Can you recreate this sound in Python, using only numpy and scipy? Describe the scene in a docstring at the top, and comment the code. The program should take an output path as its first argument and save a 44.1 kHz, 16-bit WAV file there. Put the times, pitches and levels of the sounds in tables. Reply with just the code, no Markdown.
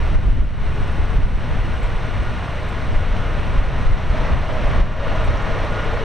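"""Wind rumbles and thumps on the microphone first: filtered noise evened to a breeze curve, and single pressure swings.
Behind it a jet airliner rolls away along a runway, heard from the grass behind the airport fence. Its exhaust is
shaped noise that roars and slowly swells; thin fan and turbine tones whine above it, sinking a little in pitch.
Insects sizzle in the grass as noise pulsed by wing strokes, with faint ticks, crackles and hiss.
A limiter ducks the whole sound under the hardest thumps."""
import sys
import numpy as np
from scipy import signal
from scipy.fft import rfft, irfft
from scipy.io import wavfile
from scipy.ndimage import uniform_filter1d, minimum_filter1d

SR = 44100
rng = np.random.default_rng(int(sys.argv[2]) if len(sys.argv) > 2 else 0)


def waveform_to_disk(signal):
    """Save audio, clipped to [-1, 1], as 16-bit WAV at the path in sys.argv[1]."""
    frames = np.transpose(np.atleast_2d(signal))
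    scaled = np.clip(frames, -1, 1) * 32767
    samples = np.round(scaled).astype(np.int16)
    wavfile.write(sys.argv[1], SR, samples)


N = 266364
TIME = np.arange(N) / SR   # seconds
BINS_HZ = np.maximum(np.fft.rfftfreq(N, 1 / SR), 1)

# Exhaust mixing noise before its swell. Each row: frequency in Hz, density in dB per Hz.
ROAR_SPECTRUM = [(40, -47.5), (200, -62.5), (340, -66.5), (500, -65.5), (1000, -64.5), (1550, -68),
                 (2050, -69), (3000, -75.5), (4200, -82.5), (4800, -91), (5850, -87.5), (6500, -96),
                 (7500, -104), (11000, -122)]
# Broad humps of the jet before their swell. Each row: centre in Hz, width in Hz, density on top in dB per Hz.
JET_HUMPS = [(597, 144, -62.5), (614, 63, -63.3), (1004, 180, -70), (1217, 183, -69.5), (1853, 130, -72)]
# The lowest such hump, one row: centre in Hz, width in Hz, density on top in dB per Hz.
LOWEST_HUMP = (458, 63, -65)
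# The jet grows louder as its nozzles turn to the listener. Each row: time in seconds, gain of the humps in dB.
JET_SWELL = [(0, -4.5), (.8, -7), (1.6, -5.5), (2.0, -3.5), (3.3, 0), (3.75, 1), (4.0, 1), (4.22, 7.5),
             (4.45, 4.5), (4.75, 8), (5.15, 7.5), (5.45, 7.5), (6.04, 7)]
# The lowest hump comes and goes on its own. Each row: time in seconds, gain in dB.
LOWEST_HUMP_SWELL = [(0, -5), (1.4, -4.5), (1.95, 7), (2.55, -13), (3.05, 3), (4.4, 1.5), (4.7, 3.5),
                     (5.7, 9.5), (6.0, 13)]
# Left-right likeness of the jet noise. Each row: frequency in Hz, likeness from 0 to 1.
JET_LIKENESS = [(100, 1), (350, 0.92), (640, 0.94), (1150, 0.94), (2100, 0.99), (4100, 0.99), (5100, 0.87),
                (6000, 1), (7500, 0.8)]
# Brief flares in the roar. Each row: time of the top in seconds, centre in Hz, level at the top in dB rms.
ROAR_FLARES = [(1.745, 1015, -36.5), (3.555, 1024, -34.5)]
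# Blade tones before their swell. Each row: multiple of the fan blade rate, level in dB rms, line width in Hz.
BLADE_TONES = [(1, -43.5, 16), (2.001, -52, 77), (2.636, -61, 31), (3.002, -64, 16), (3.625, -76, 20)]
# Course of the fan. Each row: time in seconds, blade rate in Hz, gain of the whine in dB.
FAN_COURSE = [(0, 1447, -3.5), (1.15, 1462, -5.5), (1.65, 1441, -3.5), (2.35, 1437, 0.5), (2.75, 1438, -5),
              (3.05, 1450, 1), (3.6, 1440, -4.5), (4.4, 1436, -2.5), (4.85, 1434, 3), (5.2, 1430, 6.5),
              (5.58, 1428, -0.5), (5.76, 1435, 6.5), (6.04, 1438, -1)]
# Colour of the buffeting, its strength set by the breeze. Each row: frequency in Hz, relative density in dB.
BUFFET_COLOUR = [(5, -22), (14, 8), (28, 2.5), (41, -1), (65, -8), (90, -17), (200, -76), (2000, -130)]
# Colour of the small eddies, also relative. Each row: frequency in Hz, relative density in dB.
FLUTTER_COLOUR = [(10, -51), (35, -26), (70, 3), (105, 1.5), (160, -7.5), (230, -12.5), (330, -20),
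                  (700, -27), (2000, -86), (8000, -110)]
# Strength of the breeze on the microphone. Each row: time in seconds, level of the buffeting in dB rms.
BREEZE_STRENGTH = [(0, -19), (.3, -15), (.45, -13), (.6, -17.5), (.9, -20.5), (1.35, -20), (1.9, -24),
                   (2.25, -24.5), (2.5, -32.5), (2.8, -25), (3.0, -18.5), (3.25, -21), (3.85, -20),
                   (4.2, -20.5), (4.5, -22), (4.75, -17.5), (4.88, -13.5), (5.02, -22.5), (5.25, -22),
                   (6.04, -24)]
# Large eddies, before the limiter. Each row: centre in seconds, swing amplitude in dB, swing frequency in Hz.
LARGE_EDDIES = [(.105, -8.5, 48), (0.164, -1, 35), (0.273, -1, 36.5), (0.31, 1.5, 28), (.407, 1.5, 38.8),
                (0.679, -10, 45), (0.831, -8, 50), (1.001, -6.5, 45), (1.172, -3, 31.7), (1.242, -3, 29.3),
                (1.355, -4.5, 30.6), (1.52, -10, 44.8), (1.615, -9.5, 35.7), (1.777, -15, 45),
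                (1.851, -9, 30), (1.964, -12, 26.3), (2.201, -10, 41), (2.9, -10, 39.7), (2.968, -6, 25.7),
                (3.12, -8, 35.4), (3.59, -5.5, 35.7), (3.68, -12, 40), (3.875, -5, 24), (3.935, -3.5, 28.1),
                (4.11, -5.5, 42), (4.338, -4.5, 46), (4.665, -7.5, 33.94), (4.818, .5, 32.2),
                (5.195, -10, 34.96), (5.29, -6.5, 45)]
# Colour of the insects before each one's own level. Each row: frequency in Hz, density in dB per Hz.
INSECT_SPECTRUM = [(6000, -118), (7400, -102), (8000, -95), (8400, -91), (8720, -90), (9050, -105),
                   (10000, -118), (13000, -135)]
# Two bush crickets. Each row: wing strokes per second, gain in dB, left-over-right lean in dB.
BUSH_CRICKETS = [(104, -7, -12), (107.5, -8, 11)]
# Faint dry ticks close by, levels before an allowance for crests.
# Each row: start in seconds, ring in dB, ring frequency in Hz, decay in seconds, crack in dB, left-over-right in dB.
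DRY_TICKS = [(.757, -45, 6600, .0067, -66, 1), (.876, -56, 9800, .008, -60, -3),
             (.923, -50, 9500, .005, -64, -8), (.955, -58, 10500, .008, -66, -3),
             (1.490, -60, 11800, 0.0087, -52, -3), (1.668, -57, 10300, .005, -62, 2),
             (1.829, -46, 7700, .022, -52, -5), (2.688, -55, 10400, .011, -49, -8),
             (2.689, -47, 7600, .012, -66, -6), (4.642, -56, 10400, .006, -65, -3),
             (5.063, -58, 10500, .005, -54, 2), (5.116, -56, 11000, .005, -64, 2),
             (5.245, -43, 8350, 0.013, -52, -5), (5.371, -35, 5720, .01, -66, -1),
             (5.421, -40, 7070, 0.0044, -66, -1)]
# Colour of the random crackles. Each row: frequency in Hz, density in dB per Hz (mean over the whole scene).
CRACKLE_SPECTRUM = [(4000, -130), (7000, -117), (10000, -117), (12000, -126), (15500, -132)]
# The even hiss behind the insects. Each row: frequency in Hz, density in dB per Hz.
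HISS_SPECTRUM = [(3000, -104), (9500, -108), (12000, -110), (15500, -111.5)]

ROAR_DB, ROAR_FOLLOWS = 1.5, 0.28   # gain where the swell passes 0 dB, share of its swing
MOAN_AT_S, MOAN_WIDTH_S, MOAN_DB = .77, 0.36, -42.5   # centre, half length, mean level at the centre (dB rms)
MOAN_HZ, MOAN_RISE_HZ_PER_S = 422, 32
FLUTTER_DB, FLUTTER_FOLLOWS = -26, 0.38   # level at the mean breeze (dB rms), share of the breeze's swing
THUMP_CYCLES, THUMP_SPREAD = 0.43, 0.47   # half length in swings, phase spread between the ports (radians)
WAKE_DB, WAKE_S = -18, 0.04   # flutter around each thump: level relative to its amplitude, half length
CRACKLES_PER_S = 14   # at the mean breeze
CEILING_DB, HOLD_S, LIMITER_ATTACK_S, RECOVERY_DB_PER_S = -5.5, 0.14, 0.0032, 53
CUTOFF_HZ = 15700


def from_db(db):
    """Amplitude gain grows tenfold for every 20 decibels."""
    return 10 ** (np.asarray(db) / 20)


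def rms_one(x):
    """Normalisation: divide by the root of the mean power."""
    return x / np.sqrt(np.mean(x ** 2))


def in_time(rows):
    """Linear interpolation: each column of a curve table at every sample."""
    seconds, *columns = np.transpose(rows)
    return [np.interp(TIME, seconds, column) for column in columns]


def over_hz(points):
    """Interpolation on a logarithmic frequency axis: a (Hz, value) table at every bin."""
    hz, value = np.transpose(points)
    return np.interp(np.log(BINS_HZ), np.log(hz), value)


def hump(hz, width_hz):
    """Resonance: a gain of 1 on top, fallen to a third one width away."""
    return 1 / (1 + ((BINS_HZ - hz) / width_hz) ** 2 * 2)


def noise(gain):
    """Spectral shaping: white noise filtered so that its density per root Hz is the given gain."""
    return irfft(rfft(rng.standard_normal(N)) * gain, N) * np.sqrt(SR / 2)


def stereo_noise(gain, alike):
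    """Partial coherence: a mid and a side noise give two channels that share a part."""
    mid = noise(gain * np.sqrt((1 + alike) / 2))
    side = noise(gain * np.sqrt((1 - alike) / 2))
    return np.array([mid + side, mid - side])


def drift(rate_hz):
    """Random modulation: low-passed noise with rms 1."""
    return rms_one(noise(hump(0, rate_hz)))


def pan(lean_db):
    """Level difference between the ears: left and right gains, split evenly."""
    return from_db(np.array([[lean_db], [-lean_db]]) / 2)


def wandering(x, share, rate_hz=4):
    """Frequency modulation by uneven reading speed: the pitch strays at random by a share of itself."""
    place = np.cumsum(1 + share * drift(rate_hz)) % N
    return np.array([np.interp(place, np.arange(N), channel) for channel in x])


def burst(low_hz, high_hz, decay_s):
    """Damped excitation: a band of noise scaled to rms 1, then made to decay exponentially."""
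    age = TIME[:SR // 10]
    band = signal.butter(2, [low_hz, high_hz], "band", fs=SR, output="sos")
    rasp = signal.sosfilt(band, rng.standard_normal(len(age)))
    return rms_one(rasp) * np.exp(-age / decay_s)


def exhaust(roar_db, howl_db, low_db, shimmer_db=0.45, howl_waver_db=1.0, howl_wander=.018, howl_lean_db=-0.9):
    """Turbulent mixing noise: the moving air on the way makes it waver, each hump in level and pitch."""
    alike = over_hz(JET_LIKENESS)
    roar = stereo_noise(from_db(over_hz(ROAR_SPECTRUM)), alike)
    roar = roar * from_db(roar_db + shimmer_db * drift(33))
    humps = [(LOWEST_HUMP, low_db)] + [(row, howl_db) for row in JET_HUMPS]
    howl = 0
    for (hz, width_hz, db), swell_db in humps:
        band = stereo_noise(from_db(db) * hump(hz, width_hz), alike)
        waver = from_db(swell_db + howl_waver_db * drift(19))
        howl = howl + wandering(band, howl_wander) * waver
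    return roar + howl * pan(howl_lean_db)


def blades(whine_db, blade_hz, steady=0.82, wobble=0.0014, upper_swell=0.74):
    """Blade-passing tones: a steady core plus a part the jet scatters into a narrow band."""
    turns = np.cumsum(blade_hz * (1 + wobble * drift(3.03))) / SR
    lowest = BLADE_TONES[0][0]
    whine = 0
    for multiple, db, width_hz in BLADE_TONES:
        scattered = (drift(width_hz) + 1j * drift(width_hz)) * np.sqrt(1 - steady ** 2)
        carrier = np.exp(2j * np.pi * multiple * turns)
        tone = np.real((steady * np.sqrt(2) + scattered) * carrier)
        swell_db = whine_db * (1 if multiple == lowest else upper_swell)   # the lowest tone swells most
        whine = whine + from_db(db + swell_db) * tone
    return whine


def flares(width_hz=35, length_s=.025):
    """Narrow-band noise under a Gaussian envelope: the roar flares up briefly."""
    total = 0
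    for top_s, hz, db in ROAR_FLARES:
        envelope = np.exp(-((TIME - top_s) / length_s) ** 2)
        total = total + from_db(db) * rms_one(noise(hump(hz, width_hz))) * envelope
    return total


def moan(waver_hz=3, waver_db=2):
    """Frequency glide: a wavering sine rises in pitch as it swells and fades."""
    age = TIME - MOAN_AT_S
    turns = np.cumsum(MOAN_HZ + MOAN_RISE_HZ_PER_S * age + waver_hz * drift(10.3)) / SR
    level = from_db(MOAN_DB + waver_db * drift(9.2)) * np.exp(-(age / MOAN_WIDTH_S) ** 2)
    return level * np.sqrt(2) * np.sin(2 * np.pi * turns)


def wind(breeze_db, lean_db=1.5):
    """Turbulent pressure: the breeze buffets the ports, small eddies flutter and large ones thump."""
    flutter_db = FLUTTER_DB + FLUTTER_FOLLOWS * (breeze_db - breeze_db.mean())
    buffeting = from_db(breeze_db) * eddies(BUFFET_COLOUR, alike=0.7)
    flutter = from_db(flutter_db) * eddies(FLUTTER_COLOUR, alike=0.7)
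    return thumps((buffeting + flutter) * pan(lean_db))


def eddies(spectrum, alike, even_s=.12):
    """Pressure of many eddies on two ports, its running power evened so that the caller sets the strength."""
    x = stereo_noise(from_db(over_hz(spectrum)), alike)
    return x / np.sqrt(uniform_filter1d(x.mean(axis=0) ** 2, int(even_s * SR)))


def thumps(background):
    """A large eddy takes over for one quick swing, out of step between ports, with flutter around it."""
    out, flutter = background, eddies(FLUTTER_COLOUR, alike=0.33)
    chances = rng.standard_normal((len(LARGE_EDDIES), 2))
    for (centre_s, db, hz), (turn, spread) in zip(LARGE_EDDIES, chances):
        age = TIME - centre_s
        port_phase = THUMP_SPREAD * spread * np.array([[1], [-1]])
        phase = 2 * np.pi * hz * age + np.pi * turn + port_phase
        share = np.exp(-(age * hz / THUMP_CYCLES) ** 2)
        wake = from_db(db + WAKE_DB) * np.exp(-(age / WAKE_S) ** 2) * flutter
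        out = (1 - share) * (out + wake) + from_db(db) * share * np.cos(phase)   # crossfade
    return out


def insects(sharpness=0.34, unsteady=0.0058):
    """Stridulation: each cricket rubs its wings in quick, even strokes, every stroke a short rasp."""
    chorus = 0
    for stroke_hz, db, lean_db in BUSH_CRICKETS:
        strokes = np.cumsum(stroke_hz * (1 + unsteady * drift(2))) / SR
        pressure = rms_one(np.exp(sharpness * np.cos(2 * np.pi * strokes)))
        rasp = noise(from_db(over_hz(INSECT_SPECTRUM) + db))
        chorus = chorus + rasp * pressure * pan(lean_db)
    return chorus


def ticks(width_hz=1000, crest_db=8, crack_low_hz=7000, crack_high_hz=14500, crack_share=0.46):
    """Impulsive excitation: a tiny broad crack with a short bright ring."""
    out = np.zeros((2, N))
    for start_s, ring_db, hz, decay_s, crack_db, lean_db in DRY_TICKS:
        ring = from_db(ring_db - crest_db) * burst(hz - width_hz / 2, hz + width_hz / 2, decay_s)
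        crack = from_db(crack_db - crest_db) * burst(crack_low_hz, crack_high_hz, crack_share * decay_s)
        start = int(start_s * SR)
        out[:, start:start + len(ring)] += (ring + crack) * pan(lean_db)
    return out


def crackles(breeze_db, decay_s=.003, spread_db=7.0, lean_db=-3):
    """Poisson arrivals: sparse specks of bright noise of uneven size, more often in a stronger breeze."""
    chance = CRACKLES_PER_S * from_db(breeze_db - breeze_db.mean()) / SR
    born = rng.random(N) < chance
    sizes = from_db(spread_db * np.minimum(rng.exponential(1, N), 3))
    keep = np.exp(-1 / (decay_s * SR))
    bursts = signal.lfilter([1], [1, -keep], born * sizes + 1e-18)   # exponential decays
    return rms_one(bursts) * noise(from_db(over_hz(CRACKLE_SPECTRUM))) * pan(lean_db)


def hiss():
    """Stationary noise: an even hiss, almost independent in the two channels."""
    return stereo_noise(from_db(over_hz(HISS_SPECTRUM)), alike=0.056)


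def limiter(x):
    """Gain reduction: a peak over the ceiling turns everything down; the gain holds, then climbs back."""
    over_db = np.maximum(20 * np.log10(np.abs(x).max(axis=0) + 1e-9) - CEILING_DB, 0)
    half_hold = int(HOLD_S * SR) // 2
    # the origin shifts the window into the past
    held_db = -minimum_filter1d(-over_db, 2 * half_hold + 1, origin=half_hold, mode="constant")
    recovered_db = RECOVERY_DB_PER_S * TIME
    down_db = np.maximum.accumulate(held_db + recovered_db) - recovered_db
    return x * from_db(-uniform_filter1d(down_db, int(LIMITER_ATTACK_S * SR) + 1))


def scene():
    """Superposition: the distant aircraft, the wind on the microphone and the grass nearby."""
    swell_db, = in_time(JET_SWELL)
    low_db, = in_time(LOWEST_HUMP_SWELL)
    blade_hz, whine_db = in_time(FAN_COURSE)
    breeze_db, = in_time(BREEZE_STRENGTH)
    jet = exhaust(ROAR_DB + ROAR_FOLLOWS * swell_db, swell_db, low_db)
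    aircraft = jet + blades(whine_db, blade_hz) + flares() + moan()
    grass = insects() + ticks() + hiss()
    return aircraft + wind(breeze_db) + grass + crackles(breeze_db)


def record(dry):
    """Limiting and band limiting: strong peaks duck the sound, the ends fade, the top treble is cut steeply."""
    fade = np.clip(np.minimum(TIME, TIME[::-1]) / .003, 0, 1)
    treble_cut = signal.ellip(10, .1, 80, CUTOFF_HZ, fs=SR, output="sos")
    return signal.sosfilt(treble_cut, limiter(dry) * fade)


dry = scene()
out = record(dry)
waveform_to_disk(out)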